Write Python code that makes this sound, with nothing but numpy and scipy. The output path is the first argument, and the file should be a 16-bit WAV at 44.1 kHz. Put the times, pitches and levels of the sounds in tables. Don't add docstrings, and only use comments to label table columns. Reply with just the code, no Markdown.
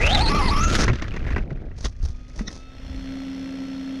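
import sys
import numpy as np
from scipy import signal
from scipy.fft import rfft, irfft
from scipy.io import wavfile
from scipy.ndimage import uniform_filter1d

SR = 44100
rng = np.random.default_rng(int(sys.argv[2]) if len(sys.argv) > 2 else 0)


def generate_wav(sig):
    pcm = np.round(np.clip(np.atleast_2d(sig).T, -1, 1) * 32767).astype(np.int16)
    wavfile.write(sys.argv[1], SR, pcm)


N = 176400
MOTOR_CUT_S = 0.865


# (time [s], rate [Hz])
MESH_RATE = [(0, 1959), (.075, 2864), (.145, 3963), (.182, 3235), (.228, 4530), (.28, 4038), (.312, 5470),
             (.338, 5130), (.375, 5854), (.42, 5037), (.465, 4970), (.493, 3947), (.522, 5560), (.56, 5190),
             (.615, 6085), (.72, 6590)]
# (time [s], gear whine [dB], magnet tone [dB])
MOTOR_LEVELS = [(0, -26, -34), (.15, -24.5, -29), (.19, -32, -28), (.285, -30, -34), (.32, -41, -24),
                (.47, -43, -24), (.494, -26, -33), (.52, -43, -23), (.66, -34.5, -29), (.8, -62, -50)]
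# (time [s], level [dB])
ROLL_LEVEL = [(0, -30), (.45, -33.5), (.65, -35), (.82, -22.5), (.91, -38), (1.22, -41.5), (1.34, -33.5),
              (1.43, -52), (2, -60.5)]
def motor(pinion_teeth=19, magnet_poles=4, rasp_rate_hz=70, rasp_end_s=.78, rasp_fade_s=.25):
    shaft = phase(curve(MESH_RATE) * (1 + .026 * wander(140))) / pinion_teeth
    mesh = pinion_teeth * shaft
    slack = .6 * wander(1300)
    whine = np.sin(mesh + slack) * (1 + .7 * np.sin(shaft + 2 * wander(60)))
    magnets = np.sin(magnet_poles * shaft + .55 * wander(320))
    magnets += undb(-13) * np.sin(2 * magnet_poles * shaft + slack)
    rasp = sum(np.sin(k * shaft + wander(rasp_rate_hz)) * wander(rasp_rate_hz) / np.sqrt(k)
               for k in range(magnet_poles - 1, pinion_teeth))
    rasp_fade = np.clip((rasp_end_s - clock()) / rasp_fade_s, 0, 1)
    gears = unit(whine) * undb(curve(MOTOR_LEVELS))
    gears += unit(rasp) * rasp_fade * undb(curve(ROLL_LEVEL) - 1.5)
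    gears += undb(-50) * lowpass(np.sin(2 * (mesh + slack)), order=10, edge_hz=11200)
    gears *= undb(2.8 * wander(200))
    drive = gears + unit(magnets) * undb(curve(MOTOR_LEVELS, column=2))
    return gear_case(drive * (clock() < MOTOR_CUT_S))


def gear_case(drive, decay_s=.003, ring_db=-6):
    age = clock()[:SR // 50]
    ring = rng.standard_normal(len(age)) * np.exp(-age / decay_s)
    return drive + undb(ring_db) * resonate(drive, ring)


# (frequency [Hz], gain [dB])
PELT_SPECTRUM = [(200, -4.5), (620, -5.5), (800, -19), (1300, -2.5), (2200, -10), (6400, -15.5),
                 (7800, -25.5), (10800, -32.5), (15000, -54.5)]
def rolling(crossfade_s=.073, snap_db=1.5):
    driven = np.clip((MOTOR_CUT_S - clock()) / crossfade_s, 0, 1)
    grit = grains(per_s=1500, spread_db=2, hiss=.7) * undb(3.5 * wander(110))
    pelt = colour(unit(grit), PELT_SPECTRUM)
    crunch = lowpass(pelt, order=2, edge_hz=4500) + undb(snap_db) * snaps()
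    return (driven * pelt + (1 - driven) * crunch * .5) * undb(curve(ROLL_LEVEL))


def snaps(per_s=300, centre_hz=1900, spread_octaves=.3, decay_s=.002):
    out = np.zeros(2 * N)
    age = clock()[:SR // 50]
    starts = rng.integers(N, size=per_s * N // SR)
    for start, (pitch, strength) in zip(starts, rng.standard_normal((N, 2))):
        hz = centre_hz * 2 ** (pitch * spread_octaves)
        out[start:start + len(age)] += strength * np.sin(2 * np.pi * hz * age) * np.exp(-age / decay_s)
    return unit(out[:N])


# (time [s], base level [dB], crack offset [dB])
BLOWS = [(0.786, -13.5, -33), (0.831, -13, -20), (0.8785, -10.5, -23.5), (0.887, -19, -31),
         (0.897, -17.5, -31), (0.931, -21, -19), (0.954, -25, -17), (1.02, -18, -20), (1.138, -22.5, -26.5),
         (1.1626, -22, -22), (1.264, -23.5, -29.5), (1.303, -25, -21), (1.361, -13, -33),
         (1.379, -20.5, -29), (1.503, -31.5, -25), (1.713, -38.5, -38), (1.843, -24, -14),
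         (1.854, -23, -8.5), (2.391, -26, -29), (2.409, -34, -42), (2.478, -28.5, -29), (2.503, -39, -30)]
# (frequency [Hz], gain [dB])
BODY_SPECTRUM = [(70, -3.5), (190, 8), (700, -8.5), (3600, -80)]
# (frequency [Hz], gain [dB])
CRACK_SPECTRUM = [(1500, -40), (3200, 5.5), (6300, -0.5), (7600, -15), (14000, -51)]
def knocks(attack_s=.002, decay_s=.007, click_db=-6.5, body_db=-3.5, crack_db=4.5):
    envelopes = np.zeros((3, N))
    for at, blow_db, offset_db in BLOWS:
        age = np.maximum(clock() - at, 0)
        gains = undb(blow_db) * undb([[click_db], [body_db], [crack_db + offset_db]])
        envelopes += gains * np.exp(-age / decay_s) * np.minimum(age / attack_s, 1)
    click, body, crack = (row * grains(per_s=9000, spread_db=1, hiss=.7) for row in envelopes)
    return plastic(click) + colour(body, BODY_SPECTRUM) + colour(crack, CRACK_SPECTRUM)


# (frequency [Hz], relative level [dB])
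CHASSIS_MODES = [(1050, 3.5), (1400, 3), (1950, 5.5), (2800, -5)]
def plastic(force, t60_s=.0086):
    age = clock()[:SR // 10]
    ring = sum((-1) ** k * undb(db - 60 * age / t60_s) * np.sin(2 * np.pi * hz * age)
               for k, (hz, db) in enumerate(CHASSIS_MODES))
    return resonate(force, ring)


# (time [s], level [dB], frequency [Hz], decay [s])
LANDINGS = [(1.513, -19, 130.7, 0.019), (1.841, -13, 49.7, 0.031), (2.001, -13.5, 24.1, 0.077),
            (2.035, -13.5, 64.7, 0.031), (2.38, -17, 37.8, 0.046), (2.409, -17, 218, 0.009)]
def thumps(attack_cycles=.12, wobble_rad=.54):
    out = np.zeros(N)
    wobble = wobble_rad * wander(160)
    for at, db, hz, decay_s in LANDINGS:
        age = np.maximum(clock() - at, 0)
        envelope = np.exp(-age / decay_s) * (1 - np.exp(-age * hz / attack_cycles))
        out += undb(db) * envelope * np.sin(2 * np.pi * hz * age + wobble)
    return out


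def tread(at_s=.9, width_s=.035, level_db=-18, lug_hz=125.2):
    lugs = phase(lug_hz * (1 + .1 * wander(lug_hz)))
    buzz = sum(np.cos(k * lugs) / k ** 2 for k in range(1, 6))
    return unit(buzz) * undb(level_db) * np.exp(-((clock() - at_s) / width_s) ** 2)


# (time [s], level [dB], rise [s], fall [s])
SWEEPS = [(0.816, -17.5, 0.019, 0.018), (1.809, -55.5, 0.03, 0.11), (1.848, -29.5, 0.02, 0.017),
          (2.054, -40.5, 0.024, 0.038), (2.393, -35.5, 0.01, 0.018), (2.528, -45.5, 0.16, 0.083)]
# (frequency [Hz], gain [dB])
GRASS_SPECTRUM = [(200, 10), (2800, -11.5), (4500, -3), (6200, -0.5), (7500, -17), (10500, -22),
                  (15000, -72)]
def grass():
    t = clock()
    swell = sum(undb(db) * np.exp(-np.maximum((at - t) / rise_s, (t - at) / fall_s))
                for at, db, rise_s, fall_s in SWEEPS)
    crackle = grains(per_s=1200, spread_db=1, hiss=.4) * undb(4 * wander(150))
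    return colour(swell * unit(crackle), GRASS_SPECTRUM)


def squeak(at_s=2.481, width_s=.0055, level_db=-28.5, slip_hz=1870):
    slip = phase(slip_hz * (1 + .06 * wander(1500)))
    note = sum(np.sqrt(k) * np.sin(k * slip) for k in range(1, 4))
    return unit(note) * undb(level_db) * np.exp(-np.abs(clock() - at_s) / width_s)


# (time [s], shaft rate [Hz], hum [dB], blade whistle [dB], bearing rattle [dB])
FAN_RUN = [(1.7, 230, -70, -79, -76), (2.1, 246, -52, -66, -61), (2.68, 263, -53, -55.5, -52),
           (2.86, 265, -45, -63, -44), (3.12, 267.5, -31, -56.5, -41.5)]
# (shaft multiple, relative level [dB])
HUM_PARTIALS = [(1, 0), (2, -25)]
# (shaft multiple, relative level [dB])
BLADE_PARTIALS = [(5, 6.5), (10, 1), (14, -0.5)]
def fan():
    shaft = phase(curve(FAN_RUN) * (1 + .0012 * wander(11)))
    hum = unit(sum(undb(db) * np.sin(k * shaft) for k, db in HUM_PARTIALS))
    whistle = unit(sum(undb(db) * np.sin(k * shaft) for k, db in BLADE_PARTIALS))
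    rattle = bearing(shaft)
    hum *= undb(curve(FAN_RUN, column=2) + .7 * wander(23.91))
    whistle *= undb(curve(FAN_RUN, column=3) + .99 * wander(24.9))
    return hum + whistle + rattle


# (frequency [Hz], gain [dB])
BEARING_SPECTRUM = [(120, 10.5), (290, 13.5), (390, 2), (540, 8.5), (1000, -5.5), (2050, -1.5), (2700, -6),
                    (3500, -1), (3900, -17), (4280, 2.5), (4600, -16), (5350, -3.5), (6800, -19.5),
                    (15000, -36.5)]
def bearing(shaft, laps_per_turn=.233, tick_db=-16, tone_db=-46.5):
    whirl = laps_per_turn * shaft
    laps = whirl / (2 * np.pi)
    impacts = np.diff(np.floor(laps), prepend=0) * undb(1.5 * wander(60))
    ticks = unit(np.diff(plastic(impacts), prepend=0))
    scrape = rng.standard_normal(N) * (.6 + np.exp(-(laps % 1) / .25))
    rattle = unit(colour(scrape, BEARING_SPECTRUM)) + undb(tick_db) * ticks
    tone = undb(tone_db + 2 * wander(9)) * unit(np.sin(3 * whirl))
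    fade_in = curve([(2.7, 0), (3.15, 1)])
    return rattle * undb(curve(FAN_RUN, column=4)) + tone * fade_in


# (time [s], level [dB])
DRUM_LEVEL = [(0, -35.5), (.3, -23.5), (.55, -31), (.82, -26.5), (.97, -42), (1.5, -34), (1.58, -43.5),
              (1.64, -36), (1.78, -57), (2.33, -53.5), (2.41, -39), (2.65, -56.5)]
def drumming():
    bumps = grains(per_s=700, spread_db=1.5, hiss=.4)
    return colour(bumps, BODY_SPECTRUM) * undb(curve(DRUM_LEVEL))


# (time [s], level [dB])
RUMBLE_LEVEL = [(0, -18), (.87, -18), (.98, -26), (1.36, -20.5), (1.5, -28.5), (2.1, -36.5), (2.72, -39.5),
                (2.95, -30.5), (3.3, -46.5)]
# (frequency [Hz], gain [dB])
RUMBLE_SPECTRUM = [(25, 2.5), (65, -2), (140, -14.5), (300, -35.5), (1500, -80.5)]
def rumble():
    noise = colour(rng.standard_normal(N), RUMBLE_SPECTRUM)
    running_rms = np.sqrt(uniform_filter1d(noise ** 2, size=4000) + 1e-9)
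    return noise / running_rms * undb(curve(RUMBLE_LEVEL))


def undb(db):
    return 10 ** (np.asarray(db) / 20)


def unit(x):
    return x / np.sqrt(np.mean(x ** 2) + 1e-18)


def clock():
    return np.arange(N) / SR


def phase(hz):
    return 2 * np.pi * np.cumsum(hz) / SR


def curve(table, column=1):
    rows = np.array(table)
    return np.interp(clock(), rows[:, 0], rows[:, column])


def wander(rate_hz):
    size = max(2, int(SR / rate_hz))
    steps = rng.standard_normal(N)[np.arange(N) // size]
    ramps = uniform_filter1d(steps, size, mode="wrap")
    return unit(uniform_filter1d(ramps, size, mode="wrap"))


def grains(per_s, spread_db, hiss):
    clicks = (rng.random(N) < per_s / SR) * rng.standard_normal(N)
    clicks *= undb(spread_db * np.minimum(rng.exponential(size=N), 4))
    return unit(unit(clicks) + hiss * rng.standard_normal(N))


def resonate(x, response):
    return signal.fftconvolve(x, response / np.linalg.norm(response))[:N]


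def colour(x, spectrum):
    hz, db = np.array(spectrum).T
    bins_hz = np.arange(8193) * SR / 16384
    gain = undb(np.interp(np.log(bins_hz + 1), np.log(hz), db))
    cepstrum = irfft(np.log(gain))
    causal = np.r_[cepstrum[0], 2 * cepstrum[1:8192], np.zeros(8192)]
    return resonate(x, irfft(np.exp(rfft(causal))))


def lowpass(x, order, edge_hz):
    return signal.sosfilt(signal.butter(order, edge_hz, fs=SR, output="sos"), x)


def scene():
    ride = motor() + rolling() + tread() + drumming() + rumble()
    tumble = knocks() + thumps() + grass() + squeak()
    return (ride + tumble + fan())[None]


def record(dry):
    dry = signal.sosfilt(signal.butter(2, 14, "high", fs=SR, output="sos"), dry)
    return signal.sosfilt(signal.ellip(8, .2, 70, 15100, fs=SR, output="sos"), dry)


dry = scene()
out = record(dry)
generate_wav(out)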